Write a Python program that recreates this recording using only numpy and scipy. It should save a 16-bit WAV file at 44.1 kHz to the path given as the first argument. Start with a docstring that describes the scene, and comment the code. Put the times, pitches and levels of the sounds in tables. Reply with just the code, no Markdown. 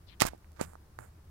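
"""A camera is pushed low over dry gravel, against a faint low drone, rumble and outdoor air.
First its case shudders and two short swishes pass on the left. At 0.2 s it bumps hard against a stone,
grains snap, and it drags through the grit; softer bumps and drags follow near 0.6 s and 1.0 s.
Each contact is right by the right microphone; the left one hears it a moment later and duller."""
import sys
import numpy as np
from scipy import signal
from scipy.fft import rfft, irfft, next_fast_len
from scipy.io import wavfile
from scipy.ndimage import map_coordinates

SR = 44100
rng = np.random.default_rng(int(sys.argv[2]) if len(sys.argv) > 2 else 0)


def generate_wav(signal):
    """Clip the signal to [-1, 1] and save it as 16-bit WAV at the path in sys.argv[1]."""
    frames = np.transpose(np.atleast_2d(signal))
    scaled = np.clip(frames, -1, 1) * 32767
    pcm = np.round(scaled).astype(np.int16)
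    wavfile.write(sys.argv[1], SR, pcm)


N = 57330

# spectra of the background noise (f/Hz, relative level/dB)
RUMBLE_SPECTRUM = [(15, -7), (35, -1), (70, 2.5), (120, -5), (180, -7), (250, -19), (340, -14.5),
                   (500, -25.5), (1100, -28.5), (2000, -39.5), (6000, -73.5)]
AIR_SPECTRUM = [(100, 5), (500, 1), (1150, 0.5), (2000, -6.5), (3200, -11), (5000, -10), (7000, -13),
                (12500, -12.5), (16000, -15)]
# swishes, each at its loudest moment (t/s, left level/dB, centre f/Hz)
SWISH_PEAKS = [(0.097, -53.5, 3566), (0.131, -56.5, 2893)]
# the hand-held case shudders as it is shoved on (t/s, level/dB, f/Hz)
CASE_SHUDDERS = [(0.076, -48, 78.5), (0.216, -35, 115), (0.24, -36.5, 35.3), (0.282, -41, 59.2),
                 (0.613, -46, 138), (0.644, -45, 170), (0.984, -44.5, 122)]
# the case drags (t/s, length/s, starting level/dB of growl, of rasp, of fizz, fall over the stroke/dB)
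DRAG_STROKES = [(0.1965, 0.0072, -46.5, -46, -52.5, -2.5), (0.206, 0.0094, -36, -37.5, -38, -8),
                (0.219, 0.026, -23, -24, -30, 16), (0.251, 0.036, -34.5, -38, -38, 3),
                (0.288, 0.073, -55.5, -61, -66, 10.5), (0.560, 0.043, -61, -69.5, -76, -8),
                (0.593, 0.02, -40, -55, -59, -6), (0.61, 0.048, -37, -41.5, -39.5, 19.5),
                (0.656, 0.09, -57, -73, -59.5, 7), (0.987, 0.0565, -52.5, -76, -58.5, 2),
                (1.041, 0.053, -55.5, -89, -59.5, 15)]
# spectra of the low, middle and high bands of the dragging (f/Hz, relative level/dB)
GROWL_SPECTRUM = [(60, -21.5), (170, -13), (330, -1), (600, -1), (900, -2.5), (1600, -3.5), (2400, -15.5),
                  (3500, -31), (8000, -62)]
RASP_SPECTRUM = [(400, -40.5), (1200, -18.5), (2200, 4.5), (3300, -2), (4800, -1.5), (6500, -2),
                 (9000, -22.5), (16000, -35)]
FIZZ_SPECTRUM = [(2000, -46), (5500, -21.5), (7000, -1), (8500, -1), (11000, -7), (13500, -8),
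                 (16000, -15.5)]
# single grains of grit snap (t/s, peak level/dB, resonance f/Hz)
GRAIN_SNAPS = [(0.2047, -5, 3800), (0.2102, -19, 5000), (0.2118, -9, 3200), (0.2133, -15, 2000),
               (0.2156, -12, 4500), (0.2205, -9, 4500), (0.2218, -11, 5840), (0.268, -10, 9580),
               (0.379, -48.5, 8000), (0.519, -42.5, 9000), (0.531, -51, 4510), (0.570, -50, 3000)]
# the case bumps a stone
# (t/s, thud peak level/dB, thud lower f/Hz, thud upper f/Hz, crack peak level/dB, crack upper f/Hz)
STONE_BUMPS = [(0.2191, -4, 157, 1250, -2.5, 16000), (0.251, -17, 70, 880, -33, 6860),
               (0.3335, -30.5, 275, 820, -66, 7100), (0.347, -39.5, 300, 740, -75, 7000),
               (0.4448, -45, 1430, 2400, -70, 7160), (0.6116, -15, 144, 692, -19.5, 9100),
               (0.734, -37.5, 430, 1340, -52, 15060), (0.754, -33.5, 413, 1376, -51.5, 15000),
               (0.9885, -24.5, 386, 1820, -37, 14700)]
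# spectrum of a bump's crack (f/Hz, relative level/dB)
CRACK_SPECTRUM = [(300, -16.5), (1000, -6), (1900, 2), (2600, -7.5), (3300, -15), (4400, 2), (5700, -4.5),
                  (7800, -0.5), (11000, -6.5), (13000, -7), (15500, -7.5)]
# response of the path to the far microphone (f/Hz, gain/dB)
FAR_RESPONSE = [(60, 2.5), (200, 0), (500, -8), (900, -10.5), (1600, -14.5), (3000, -21), (6000, -25.5),
                (10000, -31.5), (16000, -33)]

TOP_HZ, RING_OUT_S, FAR_DELAY_S = 16000, .2, .00055


def amp(db):
    """Decibels to amplitude ratio."""
    return 10 ** (np.asarray(db) / 20)


def unit(x):
    """Normalisation to rms 1."""
    return x / np.sqrt(np.mean(x ** 2) + 1e-20)


def peaked(x):
    """Normalisation to peak 1."""
    return x / np.abs(x).max()


def clock():
    """Sample times in seconds."""
    return np.arange(N) / SR


def impulse():
    """A unit impulse excites all frequencies equally; silence follows for the ring-out."""
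    return signal.unit_impulse(round(RING_OUT_S * SR))


def add(track, start_s, x):
    """Superposition: x sums into the track from start_s."""
    i = round(start_s * SR)
    track[i:i + len(x)] += x[:N - i]


def filtered(x, response):
    """Linear filtering: the spectrum of x is multiplied by a frequency response."""
    n = x.shape[-1]
    padded = 2 * next_fast_len(n // 2 + SR // 20, real=True)
    return irfft(rfft(x, padded) * response(np.fft.rfftfreq(padded, 1 / SR)))[..., :n]


def coloured(x, points):
    """Minimum-phase filtering through (f/Hz, gain/dB) points."""
    def response(hz):
        f, db = np.transpose(points)
        gain = amp(np.interp(np.log(hz + 1), np.log(f + 1), db))
        cepstrum = irfft(np.log(gain))
        cepstrum[1:len(hz) - 1] *= 2  # folding onto positive time makes the filter causal
        cepstrum[len(hz):] = 0
        return np.exp(rfft(cepstrum))
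    return filtered(x, response)


def butterworth(x, hz, kind, order):
    """Maximally flat high-pass or low-pass filtering."""
    return signal.lfilter(*signal.butter(order, min(hz, TOP_HZ), kind, fs=SR), x)


def wobble(knots_per_s):
    """Spline interpolation of random values gives a smooth drift."""
    knots = rng.standard_normal(int(N * knots_per_s / SR) + 4)
    return map_coordinates(knots, [clock() * knots_per_s])


def background(drone_hz=77, wander_hz=5, waver_db=3, drone_db=-57.5, rumble_db=-57.5, air_db=-66.5):
    """Coherence sets width: wavering drone and rumble are alike in both ears, the air uncorrelated."""
    phase = 2 * np.pi * np.cumsum(drone_hz + wander_hz * wobble(12)) / SR
    drone = amp(drone_db) * unit(np.sin(phase) * amp(waver_db * wobble(17)))
    rumble = amp(rumble_db) * unit(coloured(rng.standard_normal(N), RUMBLE_SPECTRUM))
    air = amp(air_db) * unit(coloured(rng.standard_normal((2, N)), AIR_SPECTRUM))
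    return drone + rumble + air


def swishes(width_s=.013, fall_hz_per_s=30000, band_hz=1090, right_db=-15.5):
    """Ring modulation centres noise on a falling tone; a level difference places the hiss on the left."""
    out = np.zeros((2, N))
    for peak_s, db, hz in SWISH_PEAKS:
        t = clock() - peak_s
        noise = unit(filtered(rng.standard_normal((2, N)), lambda f: np.exp(-.5 * (f / band_hz) ** 2)))
        carrier = np.sqrt(2) * np.sin(2 * np.pi * (hz - fall_hz_per_s * t / 2) * t)
        envelope = np.exp(-.5 * (t / width_s) ** 2)
        out += amp(db) * noise * carrier * envelope
    return out * np.array([[1], [amp(right_db)]])


def shudders(rise_s=.004, t60_s=.18):
    """Damped oscillation: each shove sets the hand-held case wobbling at a low frequency."""
    out, t = np.zeros(N), np.arange(len(impulse())) / SR
    envelope = (1 - np.exp(-t / rise_s)) * amp(-60 * t / t60_s)
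    for start_s, db, hz in CASE_SHUDDERS:
        add(out, start_s, amp(db) * envelope * np.sin(2 * np.pi * hz * t))
    return out


def scrapes(slips_per_s=5000, spread_db=4.5, dust_db=-4.5, attack_s=.0018, release_s=.003):
    """Stick-slip friction: dense tiny slips excite a growl, a rasp and a fizz during each stroke."""
    t, out = clock(), np.zeros(N)
    slipping = rng.random(N) < slips_per_s / SR
    slips = slipping * amp(spread_db * np.minimum(rng.exponential(size=N), 4))
    for band, spectrum in enumerate((GROWL_SPECTRUM, RASP_SPECTRUM, FIZZ_SPECTRUM)):
        force = np.zeros(N)
        for start_s, length_s, *band_db, fall_db in DRAG_STROKES:
            age = t - start_s
            gate = np.clip(age / attack_s, 0, 1) * np.exp(-np.maximum(age - length_s, 0) / release_s)
            level_db = band_db[band] - fall_db * np.clip(age / length_s, 0, 1)
            force = np.hypot(force, gate * amp(level_db))  # overlapping strokes add in power
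        grains = unit(slips * rng.choice([-1, 1], N))
        grit = unit(grains + amp(dust_db) * rng.standard_normal(N))
        out += coloured(grit * force, spectrum) / coloured(grit, spectrum).std()
    return out


def blip(hz, q):
    """Impulse response of two heavily damped resonators in series: about one cycle, peak 1."""
    def response(f):
        damping = 1j * f * hz / q
        resonance = damping / (hz * hz - f * f + damping)
        return resonance ** 2 * (f < TOP_HZ)
    return peaked(filtered(impulse(), response))


def snaps():
    """Impulsive release: a grain breaks or slips under the case's edge and radiates one sharp cycle."""
    out = np.zeros(N)
    for start_s, db, hz in GRAIN_SNAPS:
        add(out, start_s, amp(db) * blip(hz, q=.6))
    return out


def bumps(splinter_gain=.55, crack_t60_s=.007, crack_lag_s=.00045):
    """Impact of case on stone: a dead thud, duller for a softer contact, then a splintering crack."""
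    out, t = np.zeros(N), np.arange(len(impulse())) / SR
    for start_s, thud_db, low_hz, high_hz, crack_db, crack_hz in STONE_BUMPS:
        thud = butterworth(impulse(), low_hz, "high", order=2)
        thud = butterworth(thud, high_hz, "low", order=7)
        splinters = splinter_gain * rng.standard_normal(len(t)) * amp(-60 * t / crack_t60_s)
        crack = coloured(impulse() + splinters, CRACK_SPECTRUM)
        crack = butterworth(crack, crack_hz, "low", order=6)
        add(out, start_s, amp(thud_db) * peaked(thud))
        add(out, start_s + crack_lag_s, amp(crack_db) * peaked(crack))
    return out


def scene():
    """Propagation delay: contact sound reaches the right microphone first, the left later and duller."""
    near = bumps() + snaps() + scrapes() + shudders()
    far = np.zeros(N)
    add(far, FAR_DELAY_S, coloured(near, FAR_RESPONSE))
    return np.array([far, near]) + swishes() + background()


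def record(dry):
    """Saturation and band limiting: peaks flatten at full scale, and the treble ends around TOP_HZ."""
    saturated = np.clip(dry, -1, 1)
    return filtered(saturated, lambda hz: np.clip((TOP_HZ - hz) / 400 + .5, 0, 1))  # 400 Hz taper


dry = scene()
out = record(dry)
generate_wav(out)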